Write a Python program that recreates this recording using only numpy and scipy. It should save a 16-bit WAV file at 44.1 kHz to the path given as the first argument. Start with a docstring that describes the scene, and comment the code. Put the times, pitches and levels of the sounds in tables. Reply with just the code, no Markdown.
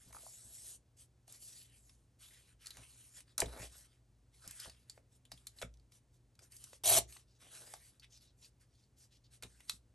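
"""Hands slide paper scraps over a collage page on a craft table, in a small quiet room with a faint hum.
First come slides (coloured noise) with scattered edge snaps, knocks and thuds (short decaying bursts).
Around 3.4 s two hard snaps stand out; a card strip is handled and a plastic ruler is laid on it.
Near 6.9 s the strip is torn off along the ruler: dense clumps of fibre clicks over a ringing card.
Lighter slides, gliding scuffs and faint ticks follow, with one more strong snap near the end."""
import sys
import numpy as np
from scipy import signal
from scipy.fft import rfft, irfft, next_fast_len
from scipy.io import wavfile
from scipy.ndimage import uniform_filter1d, map_coordinates

SR = 44100
rng = np.random.default_rng(int(sys.argv[2]) if len(sys.argv) > 2 else 0)


def unload_audio(sound):
    """Save the sound as a 16-bit wav file, at the path given as the first command line argument."""
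    columns = np.transpose(np.atleast_2d(sound))
    # keep every value between -1 and 1, then stretch to whole-number steps
    steps = np.round(np.clip(columns, -1, 1) * 32767)
    wavfile.write(sys.argv[1], SR, steps.astype(np.int16))


N = 438354

# Levels in these tables are before the small trims in the mix.
# low room rumble: hz, level_db (per Hz)
ROOM_AIR = [(20, -26.5), (35, -10.5), (55, 2), (80, 0), (120, -0.5), (170, -9.5), (300, -12), (600, -20.5),
            (1200, -28), (3000, -32), (8000, -32), (13000, -38)]
# a distant appliance, average levels: pitch_hz, level_db
HUM = [(54, -77), (119.6, -75), (180, -95)]
# how long the room's answer takes to fall 60 dB: hz, t60_s
ROOM_DECAY = [(100, 0.46), (600, 0.14), (3000, 0.14), (7000, 0.13), (13000, 0.068)]
# microphone response: hz, gain_db
MICROPHONE = [(20, 0), (8000, 0), (9300, 2), (10400, 5), (11200, 4), (12000, -5), (12800, -15),
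              (13600, -25), (15600, -28)]
# phase by which the left channel leads the right: hz, phase_radians
PORT_PHASE = [(100, 0), (1400, -.4), (2400, 0), (3300, .7), (5000, .5), (6800, 0), (8000, .55), (8750, -.2),
              (9400, -1.65), (10300, -3.14), (11700, -6.0), (12600, -6.7), (13300, -9.2)]
# weight landing on the table top: start_s, level_db
THUDS = [(0.065, -62.5), (0.45, -67.5), (2.783, -62.5), (3.423, -44.5), (3.46, -50.5), (3.6, -54.5),
         (4.467, -59.5), (4.669, -60), (5.328, -60.5), (5.635, -50), (6.98, -52.5), (9.44, -58),
         (9.731, -64.5)]
# ways the table top swings, before random detuning: pitch_hz, level_db, t60_s
TABLE_MODES = [(42, -11, .2), (60.03, -4, 0.64), (84, 0.5, 0.084), (109.9, 1, .17), (173.9, 1.5, 0.09),
               (255, -6, 0.13), (357, -7.5, 0.048), (501, -6.5, 0.019)]
# fingers, card and ruler knocking on the page: start_s, level_db (loudest 3 ms), pitch_hz
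KNOCKS = [(0.128, -58, 1260), (0.147, -52, 1010), (0.166, -52, 1110), (0.234, -60.5, 590),
          (0.265, -52.5, 716), (1.28, -64, 710), (2.769, -67, 720), (3.38, -46, 1370), (3.4174, -34, 2130),
          (3.42, -35, 950), (3.423, -36, 467), (3.428, -36.5, 520), (3.443, -45, 398), (4.657, -54.5, 1010),
          (4.976, -56.5, 555), (4.977, -63.5, 1600), (5.317, -53.5, 800), (5.616, -48, 770),
          (5.6287, -44, 1420), (5.6267, -41, 552), (6.731, -54.5, 597), (6.838, -47, 655),
          (7.164, -58.5, 890), (7.738, -46.5, 862), (9.431, -55.5, 459), (9.446, -57, 413),
          (9.602, -69.5, 890), (9.696, -50.5, 1400)]
# edges tick faintly as ruler and card are shifted: start_s, end_s
HANDLING = [(5.73, 5.8), (6.345, 6.37), (9.24, 9.27)]
# paper and ruler edges snapping: start_s, crack_db, body_db and ring_db (relative to crack), ring_hz
SNAPS = [(0.1261, -48.5, -11, -16, 4330), (1.278, -51, -14.5, -23, 4390), (1.3234, -42, -28, -24, 5100),
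         (1.8936, -60, -1, -3, 5300), (2.6584, -42.5, -20, -6.5, 4340), (2.6683, -38.5, -16, -8.5, 4400),
         (2.7051, -43.5, -30, -3.5, 4150), (2.7691, -46.5, -6, -23, 3860), (3.204, -48.5, -10, -15, 3740),
         (3.3792, -22, -30, -18.5, 4230), (3.4022, -17.5, -27, -21, 4300), (3.4576, -47, -7, -2.5, 3545),
         (4.4757, -36.5, -24, -27, 5010), (4.509, -38.5, -14.5, -29, 5040), (4.5989, -37.5, -21, -8, 4960),
         (4.6964, -47, -8, -5.5, 4530), (4.8966, -40, -22, -5, 4590), (5.2516, -57.5, -12, -4.5, 3480),
         (5.3168, -42, -6.5, -4.5, 4820), (5.3749, -57.5, -14, -2.5, 3620), (5.4685, -36, -21, -10.5, 4140),
         (5.5852, -54.5, -8, 2.5, 4200), (5.6151, -38.5, -8, -7, 3530), (5.6224, -38, -1.5, -9.5, 3600),
         (5.9194, -59, -7.5, -6, 5010), (6.3904, -55, -2.5, -6, 4970), (6.5195, -50, -28, -9.5, 4900),
         (6.565, -45.5, -30, -13, 4900), (6.6393, -40, -23, -18, 3720), (6.731, -50, -5.5, -23, 4270),
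         (7.1237, -47, -9, -9, 4100), (7.166, -52, -1.5, -4, 4210), (7.737, -40, -12.5, -13, 4880),
         (7.9962, -56, -25, -0.5, 4600), (8.1723, -57, -22, -1, 5140), (9.424, -40.5, -7, -12.5, 4366),
         (9.4328, -41, -7, -6, 3680), (9.6039, -54, -2.5, -15, 3540), (9.695, -27.5, -11.5, -3.5, 4040)]
# bright part of a snap: hz, level_db
CRACK_SPECTRUM = [(1500, -31), (3500, -17), (5500, -2.5), (7000, 1), (9000, -1), (11500, -2.5), (14000, -4)]
# duller flap of the sheet: hz, level_db
FLAP_SPECTRUM = [(200, -19.5), (700, -11), (1400, -1.5), (2800, 3.5), (4000, -4), (8000, -19.5)]
# a bending scrap scuffs past: start_s, end_s, level_db, from_hz, to_hz, width_octaves
SCUFFS = [(1.403, 1.689, -63, 7000, 3280, 0.54), (1.624, 1.824, -77.5, 3100, 2390, 0.26),
          (2.216, 2.283, -65.5, 3400, 3620, 0.44), (2.286, 2.428, -70.5, 2180, 1950, 0.28),
          (3.381, 3.419, -47, 770, 493, 1.4), (3.523, 3.63, -61, 744, 643, 0.61),
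          (6.412, 6.457, -65.5, 5470, 6960, 0.37), (7.26, 7.41, -77, 4460, 5500, 0.48),
          (6.111, 6.19, -79, 7000, 7000, 0.99), (8.014, 8.063, -62.5, 2500, 3140, 0.64),
          (8.09, 8.204, -64.5, 6140, 4340, 0.53), (8.177, 8.332, -72.5, 4640, 4100, 0.33),
          (8.409, 8.485, -63, 4480, 4440, 0.81), (8.665, 8.906, -78.5, 4584, 4880, 0.66),
          (8.949, 9.08, -71.5, 5040, 5750, 0.4), (9.096, 9.194, -71, 3960, 4200, 0.67),
          (9.232, 9.279, -73, 4600, 4080, 0.3), (9.417, 9.477, -62, 1770, 890, 1.6),
          (9.674, 9.725, -62.5, 4200, 4140, 0.26)]
# a scrap or hand slides: start_s, end_s, hiss_db, swell_db (change over the stroke), rustle_db (re hiss)
SLIDES = [(0.0, 0.135, -68.5, -1.5, -7.5), (0.137, 0.421, -59, -3.5, -15.5), (0.426, 0.598, -59, 6, -16),
          (0.608, 0.756, -55.5, 0.5, -17.5), (0.981, 1.044, -62.5, -5, -11.5),
          (1.283, 1.377, -62.5, 5, -8.5), (1.405, 1.654, -61, -10, -18), (1.655, 1.725, -78, 0, -4),
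          (1.73, 1.81, -69.5, 2, -18), (1.834, 1.951, -73.5, -8, -13), (1.946, 2.068, -85.5, -9, -9),
          (2.202, 2.414, -65.5, -9, -6.5), (2.412, 2.532, -75, 5, -2), (2.606, 2.858, -67, 8, -1),
          (2.873, 3.145, -67, -5, -6), (3.152, 3.206, -58, -4.5, -4), (3.266, 3.331, -80, 1, 4),
          (3.45, 3.608, -65, 9, -3), (3.608, 3.679, -56, -3.5, -3), (3.71, 3.85, -63.5, -2, -6),
          (3.849, 3.982, -84, -3, 4), (4.33, 4.433, -75, -3, -1.5), (4.424, 4.675, -61.5, 10.5, -2),
          (4.704, 4.877, -79, -15, 2), (4.885, 4.99, -76.5, -2, -3.5), (5.11, 5.163, -74, 7, -9),
          (5.313, 5.58, -77, -5, -3), (5.575, 5.64, -63, -3, -9), (5.926, 5.988, -69.5, -3.5, -9),
          (6.412, 6.474, -71, 0, -6), (6.511, 6.769, -64.5, 0.5, -8), (7.087, 7.184, -61.5, -4.5, -9),
          (7.197, 7.228, -72, -2, -2), (7.403, 7.527, -67.5, -5, -1.5), (7.524, 7.774, -60.5, -2.5, -6),
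          (7.778, 7.892, -66, 4.5, -7), (7.896, 7.981, -79.5, -2, -3), (8.212, 8.264, -74, 0.5, -2.5),
          (8.376, 8.476, -71.5, 11.5, -11), (8.609, 8.645, -75, -3.5, -2.5), (8.98, 9.058, -72, 1, -6.5),
          (9.319, 9.367, -68.5, 2, -4), (9.45, 9.7, -73.5, -2, -6.5), (9.691, 9.777, -63.5, -11, -9.5)]
# the hand presses down and rubs: middle_s, length_s, level_db
PRESSES = [(0.155, 0.27, -69.5), (0.467, 0.16, -79), (1.323, 0.16, -78.5), (2.788, 0.11, -63.5),
           (3.186, 0.048, -71), (3.564, 0.27, -55.5), (3.745, 0.21, -78), (4.465, 0.07, -68.5),
           (4.674, 0.066, -59.5), (5.622, 0.16, -70.5), (6.419, 0.085, -74), (7.455, 0.15, -70),
           (7.657, 0.39, -68)]
# high smooth part of a slide: hz, level_db (per Hz)
HISS_SPECTRUM = [(1500, -37.5), (3000, -11), (4800, -5.5), (7000, 0.5), (9000, 2.5), (11500, -0.5),
                 (13000, -13.5)]
# middle, grainier part of a slide: hz, level_db (per Hz)
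RUSTLE_SPECTRUM = [(500, -30), (1000, -8.5), (1600, -0.5), (2500, -1), (4000, 0.5), (6000, -5.5),
                   (10000, -34)]
# low rub of the hand: hz, level_db (per Hz)
RUB_SPECTRUM = [(100, -18.5), (300, -2), (650, 1), (1000, -8), (1600, -10), (4000, -31.5)]
# fibres breaking in the tear: hz, level_db (per Hz)
FIBRE_SPECTRUM = [(60, -35.5), (250, -15.5), (600, -16.5), (1000, -13), (1500, -12.5), (2200, -5.5),
                  (3500, -0.5), (5000, -2), (7500, 2.5), (10000, 1.5), (12000, 4.5), (15000, 0.5)]
# resonances of the tearing edge: pitch_hz, width_hz, peak_db
TORN_EDGE = [(3163, 190, 4.5), (6030, 190, 7), (9200, 940, 4.5)]
# resonances of the freed card and the page under it: pitch_hz, width_hz, level_db
CARD_MODES = [(106, 8.5, 1), (394, 47, -12.5), (667, 74, 1), (803, 27, -12.5)]

TOP_HZ = 15900  # nothing is picked up above this
TICK_GAP_S, TICK_DB, TICK_SPREAD_DB = 0.032, -67.5, 5.5
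# decay of a snap at the reference level; one harder by the halving step is half as long
SNAP_T60_S, SNAP_REF_DB, SNAP_HALVING_DB = .016, -41, 32.5
SHIVER_DB, SHIVER_T60_S = -22.5, 0.11  # the sheet shivers on after the crack
CRACKLE_S, CRACKLE_DB = .022, -24  # smaller cracks start within this time, about this much weaker
RING_WIDTH_HZ, RING_LONGER = 320, 1.7  # band reach on each side; times as long as the crack
SLIDE_ATTACK_S, SLIDE_RELEASE_S = 0.034, .05  # a stroke gets under way and comes to rest
DRAG_DB = -22  # rub added to each stroke, relative to its hiss before the mix trims
TEAR_START_S, TEAR_END_S = 6.836, 6.986
TEAR_FIRST_DB, TEAR_FULL_DB = -43, -25  # pull as the edge gives; the level it builds towards
TEAR_BUILD_S, TEAR_T60_S = .08, 0.035  # the pull gathers speed; the last fibres let go


def amp(db):
    """Turn decibels into a gain."""
    return 10 ** (np.asarray(db) / 20)


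def unit(x):
    """Scale to an average strength (rms) of 1."""
    return x / np.sqrt(np.mean(x ** 2) + 1e-20)


def along(points, hz):
    """Read a value between (hz, value) points on a log frequency axis."""
    point_hz, values = np.transpose(points)
    return np.interp(np.log(hz + 1), np.log(point_hz + 1), values)


def wobble(rate):
    """A smooth random curve with rate random points a second."""
    points = rng.standard_normal(int(N * rate / SR) + 4)
    return map_coordinates(points, [np.arange(N) * rate / SR])


def filtered(x, response):
    """Shape a sound with a gain that depends on frequency."""
    size = next_fast_len(N + SR // 2)
    shaped = rfft(x, size) * response(np.fft.rfftfreq(size, 1 / SR))
    return irfft(shaped, size)[..., :N]


def colour(spectrum, hz, modes=()):
    """Gain of a broad spectrum with resonances standing on it."""
    peaks = sum((amp(db) - 1) / (1 + (2 * (hz - f) / width) ** 2) for f, width, db in modes)
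    return amp(along(spectrum, hz)) * (1 + peaks)


def burst(response, t60, size=4096):
    """A dying puff of filtered noise; its loudest 3 ms have rms 1."""
    # folding the cepstrum makes a filter that never sounds before its input
    cepstrum = irfft(np.log(np.maximum(response(np.fft.rfftfreq(size, 1 / SR)), 1e-6)))
    cepstrum[1:size // 2] *= 2
    cepstrum[size // 2 + 1:] = 0
    t = np.arange(size) / SR
    fade = amp(-60 * t / max(t60, .002))
    onset = (1 - np.exp(-t / .0008)) ** 2
    puff = rng.standard_normal(size) * fade * onset
    x = irfft(rfft(puff) * np.exp(rfft(cepstrum)))
    return x / np.sqrt(uniform_filter1d(x * x, size=132).max())


def add(track, s, x):
    """Mix x into the track at time s."""
    part = track[max(round(s * SR), 0):][:len(x)]
    part += x[:len(part)]


def grains(rate, spread_db, smooth):
    """Tiny fibre slips of uneven size, about rate a second, with a share of smooth noise."""
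    sizes = amp(spread_db * np.minimum(rng.exponential(size=N), 4))
    sizes = sizes * rng.choice([-1, 1], N)
    slips = unit(sizes * (rng.random(N) < rate / SR))
    return unit(slips + smooth * rng.standard_normal(N))


def patchy(x, depth_db, size):
    """Passing resonances as the sheet bends; size is one patch in (frequency bins, time frames)."""
    z = signal.stft(x, nperseg=256)[2]
    field = uniform_filter1d(rng.standard_normal(z.shape), size[0], 0)
    field = uniform_filter1d(field, size[1], 1)
    return signal.istft(z * amp(depth_db * unit(field)), nperseg=256)[1][:N]


def friction(spectrum, rate, spread_db, patchy_db):
    """Rubbing paper: fibre slips coloured by the sheet, rms 1."""
    slips = patchy(grains(rate, spread_db, smooth=1.0), patchy_db, size=(4, 24))
    return unit(filtered(slips, lambda hz: colour(spectrum, hz)))


def background():
    """Low room rumble from filtered noise, and a hum whose tones waver in level and phase."""
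    t = np.arange(N) / SR
    hum = np.zeros(N)
    air = unit(filtered(rng.standard_normal(N), lambda hz: colour(ROOM_AIR, hz)))
    for hz, db in HUM:
        level = amp(db + 1.5 * wobble(4.4)) * np.sqrt(2)
        hum += level * np.sin(2 * np.pi * hz * t + 0.87 * wobble(6.7))
    return amp(-72.5) * air + hum


def room(x, channels):
    """The small room's scattered answer: a dying noise tail per channel, starting after 4 ms."""
    hz, t, z = signal.stft(rng.standard_normal((channels, SR // 2)), SR, nperseg=256)
    decay = amp(-60 * t / along(ROOM_DECAY, hz)[:, None])
    tail = signal.istft(z * decay, SR, nperseg=256)[1]
    tail = np.pad(tail, ((0, 0), (round(.004 * SR), 0)))
    return signal.fftconvolve(x[None], tail / np.linalg.norm(tail[0]), axes=1)[:, :N]


def thuds():
    """The table top swings briefly under each soft load, as dying sines with slightly random pitch."""
    track, t = np.zeros(N), np.arange(SR // 2) / SR
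    onset = 1 - np.exp(-t / 0.0042)
    for s, db in THUDS:
        ring = np.zeros(len(t))
        for hz, level, t60 in TABLE_MODES:
            fade = amp(level + rng.normal(0, 1.6) - 60 * t / t60)
            ring += fade * np.sin(2 * np.pi * hz * rng.normal(1, 0.043) * t)
        add(track, s, amp(db + 5) * ring * onset)
    return track


def knocks():
    """Damped blows on the layered page, each a noise burst in one broad band."""
    track = np.zeros(N)
    for s, db, pitch_hz in KNOCKS:
        band = lambda hz: 1 / (1 + (2.0 * np.log2((hz + 1) / pitch_hz)) ** 2) ** 1.3
        add(track, s, amp(db) * burst(band, t60=0.0081))
    return track


def ticks():
    """Faint edge ticks: short bursts around 4900 Hz at uneven intervals."""
    track = np.zeros(N)
    band = lambda hz: 1 / (1 + (1.5 * np.log2((hz + 1) / 4900)) ** 2)
    for start, end in HANDLING:
        for s in np.arange(start, end, TICK_GAP_S):
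            tick = burst(band, SNAP_T60_S)
            level = amp(TICK_DB + TICK_SPREAD_DB * rng.normal())
            add(track, s + TICK_GAP_S * rng.random() / 2, level * tick)
    return track


def crackle(t60, count=3):
    """A few smaller cracks at random moments as the sheet settles."""
    track = np.zeros(SR // 4)
    both = lambda hz: colour(CRACK_SPECTRUM, hz) + .5 * colour(FLAP_SPECTRUM, hz)
    for delay, size in rng.random((count, 2)):
        add(track, CRACKLE_S * delay, (.5 + size) * burst(both, t60))
    return track


def snaps():
    """An edge slips free: a bright crack, a ring of the stiff edge, a duller flap and a shiver."""
    track = np.zeros(N)
    bright = lambda hz: colour(CRACK_SPECTRUM, hz)
    dull = lambda hz: colour(FLAP_SPECTRUM, hz)
    for s, db, body_db, ring_db, ring_hz in SNAPS:
        t60 = SNAP_T60_S * 2 ** ((SNAP_REF_DB - db) / SNAP_HALVING_DB)
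        ring_band = lambda hz: 1 / (1 + ((hz - ring_hz) / RING_WIDTH_HZ) ** 2) ** 0.64
        snap = amp(-6.5) * burst(bright, t60)
        snap += amp(ring_db - 3.0) * burst(ring_band, RING_LONGER * t60)
        snap += amp(body_db - 4.5) * burst(dull, t60)
        snap += amp(SHIVER_DB) * burst(bright, SHIVER_T60_S)
        add(track, s, amp(db) * snap)
        # above the reference level the crackle grows only half as fast as the snap
        crackle_db = min(db, SNAP_REF_DB) / 2 + db / 2 + CRACKLE_DB
        add(track, s, amp(crackle_db) * crackle(t60))
    return track


def scuffs():
    """A bending scrap: each scuff swells and fades while its band of grainy noise glides."""
    track = np.zeros(N)
    slips = patchy(grains(rate=4100, spread_db=4.2, smooth=0.48), depth_db=3.0, size=(2, 10))
    slips = slips * amp(1.8 * wobble(70))
    for start, end, db, from_hz, to_hz, width in SCUFFS:
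        piece = slips[round(start * SR):][:max(round((end - start) * SR), 512)]
        hz, _, z = signal.stft(piece, SR, nperseg=256)
        octaves = np.log2((hz[:, None] + 1) / np.geomspace(from_hz, to_hz, z.shape[1]))
        gliding = z / (1 + (octaves / width) ** 2) ** 0.89
        band = signal.istft(gliding, SR, nperseg=256)[1][:len(piece)]
        add(track, start, amp(db) * unit(band) * signal.windows.tukey(len(band), .7))
    return track


def stroke(start, end, swell_db):
    """Gain of one stroke: it gets under way, swells or slackens evenly, and comes to rest."""
    t = np.arange(N) / SR
    rise = np.clip((t - start) / SLIDE_ATTACK_S + .5, 0, 1)
    fall = np.clip((end - t) / SLIDE_RELEASE_S + .5, 0, 1)
    on = np.flatnonzero(rise * fall)
    swell = amp(swell_db * ((t[on] - start) / (end - start) - .5))
    return on, rise[on] * fall[on] * swell


def slides():
    """Scraps and fingers rub the page with a slightly uneven grip; a pressing hand adds a low rub."""
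    hiss, rustle, rub = np.zeros((3, N))
    for start, end, db, swell_db, rustle_db in SLIDES:
        on, gain = stroke(start, end, swell_db)
        hiss[on] += amp(db) * gain
        rustle[on] += amp(db + rustle_db) * gain
    for middle, length, db in PRESSES:
        add(rub, middle - length / 2, amp(db) * np.hanning(round(length * SR)))
    rub = rub + amp(DRAG_DB) * hiss
    grip = amp(1.2 * wobble(70) + 0.61 * wobble(16))
    rubbing = amp(0.5) * hiss * friction(HISS_SPECTRUM, rate=3000, spread_db=1.5, patchy_db=3.0)
    rubbing += amp(0.5) * rustle * friction(RUSTLE_SPECTRUM, rate=1100, spread_db=4.0, patchy_db=4.0)
    rubbing += amp(-2.0) * rub * friction(RUB_SPECTRUM, rate=400, spread_db=6, patchy_db=1.5)
    return grip * rubbing


def pull():
    """Loudness of the tear: it starts at once, gathers speed and dies away as the strip comes free."""
    t = np.arange(N) / SR
    speed = 1 - np.exp(-np.maximum(t - TEAR_START_S, 0) / TEAR_BUILD_S)
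    level = amp(TEAR_FIRST_DB) * (1 - speed) + amp(TEAR_FULL_DB) * speed
    letting_go = amp(-60 * np.maximum(t - TEAR_END_S, 0) / TEAR_T60_S)
    return (t > TEAR_START_S) * level * letting_go


def card_ring(hz):
    """Card and page answer the breaking fibres like a few damped springs."""
    return sum(amp(db) * 1j * hz * w / (f * f - hz * hz + 1j * hz * w) for f, w, db in CARD_MODES)


def tear():
    """Fibres break in quick clumps along the ruler; the card rings more as more of it comes free."""
    clumps = amp(1.05 * wobble(350) + 1.2 * wobble(110))
    breaks = grains(rate=4500, spread_db=2.0, smooth=0.27) * clumps
    rip = patchy(breaks, depth_db=3.5, size=(5, 6))
    rip = unit(filtered(rip, lambda hz: colour(FIBRE_SPECTRUM, hz, TORN_EDGE)))
    freed = np.interp(np.arange(N) / SR, [TEAR_START_S, TEAR_END_S], [0, 1])
    card = unit(filtered(breaks, card_ring)) * amp(-14 + 6 * freed)
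    return pull() * (amp(2.47) * rip + card)


def scene():
    """Paper, table and room are almost alike in both channels; the treble spreads wider than the bass."""
    paper = slides() + scuffs() + tear() + snaps() + knocks() + ticks()
    low = thuds() + background()
    bass_cut = lambda hz: hz / np.hypot(hz, 260)
    diffuse = room(filtered(amp(-13) * paper + amp(-16) * low, bass_cut), channels=2)
    return paper + low + amp(-13.0) * room(paper, channels=1) + diffuse


def record(dry):
    """A stereo microphone with a treble peak, a phase shift between channels and a band limit."""
    sides = np.array([[1], [-1]])  # left, right
    ports = lambda hz: np.exp(.5j * sides * along(PORT_PHASE, hz))
    response = lambda hz: ports(hz) * colour(MICROPHONE, hz) * (hz < TOP_HZ)
    return filtered(dry * amp(0.17 * sides), response)  # left is slightly louder


dry = scene()
out = record(dry)
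unload_audio(out)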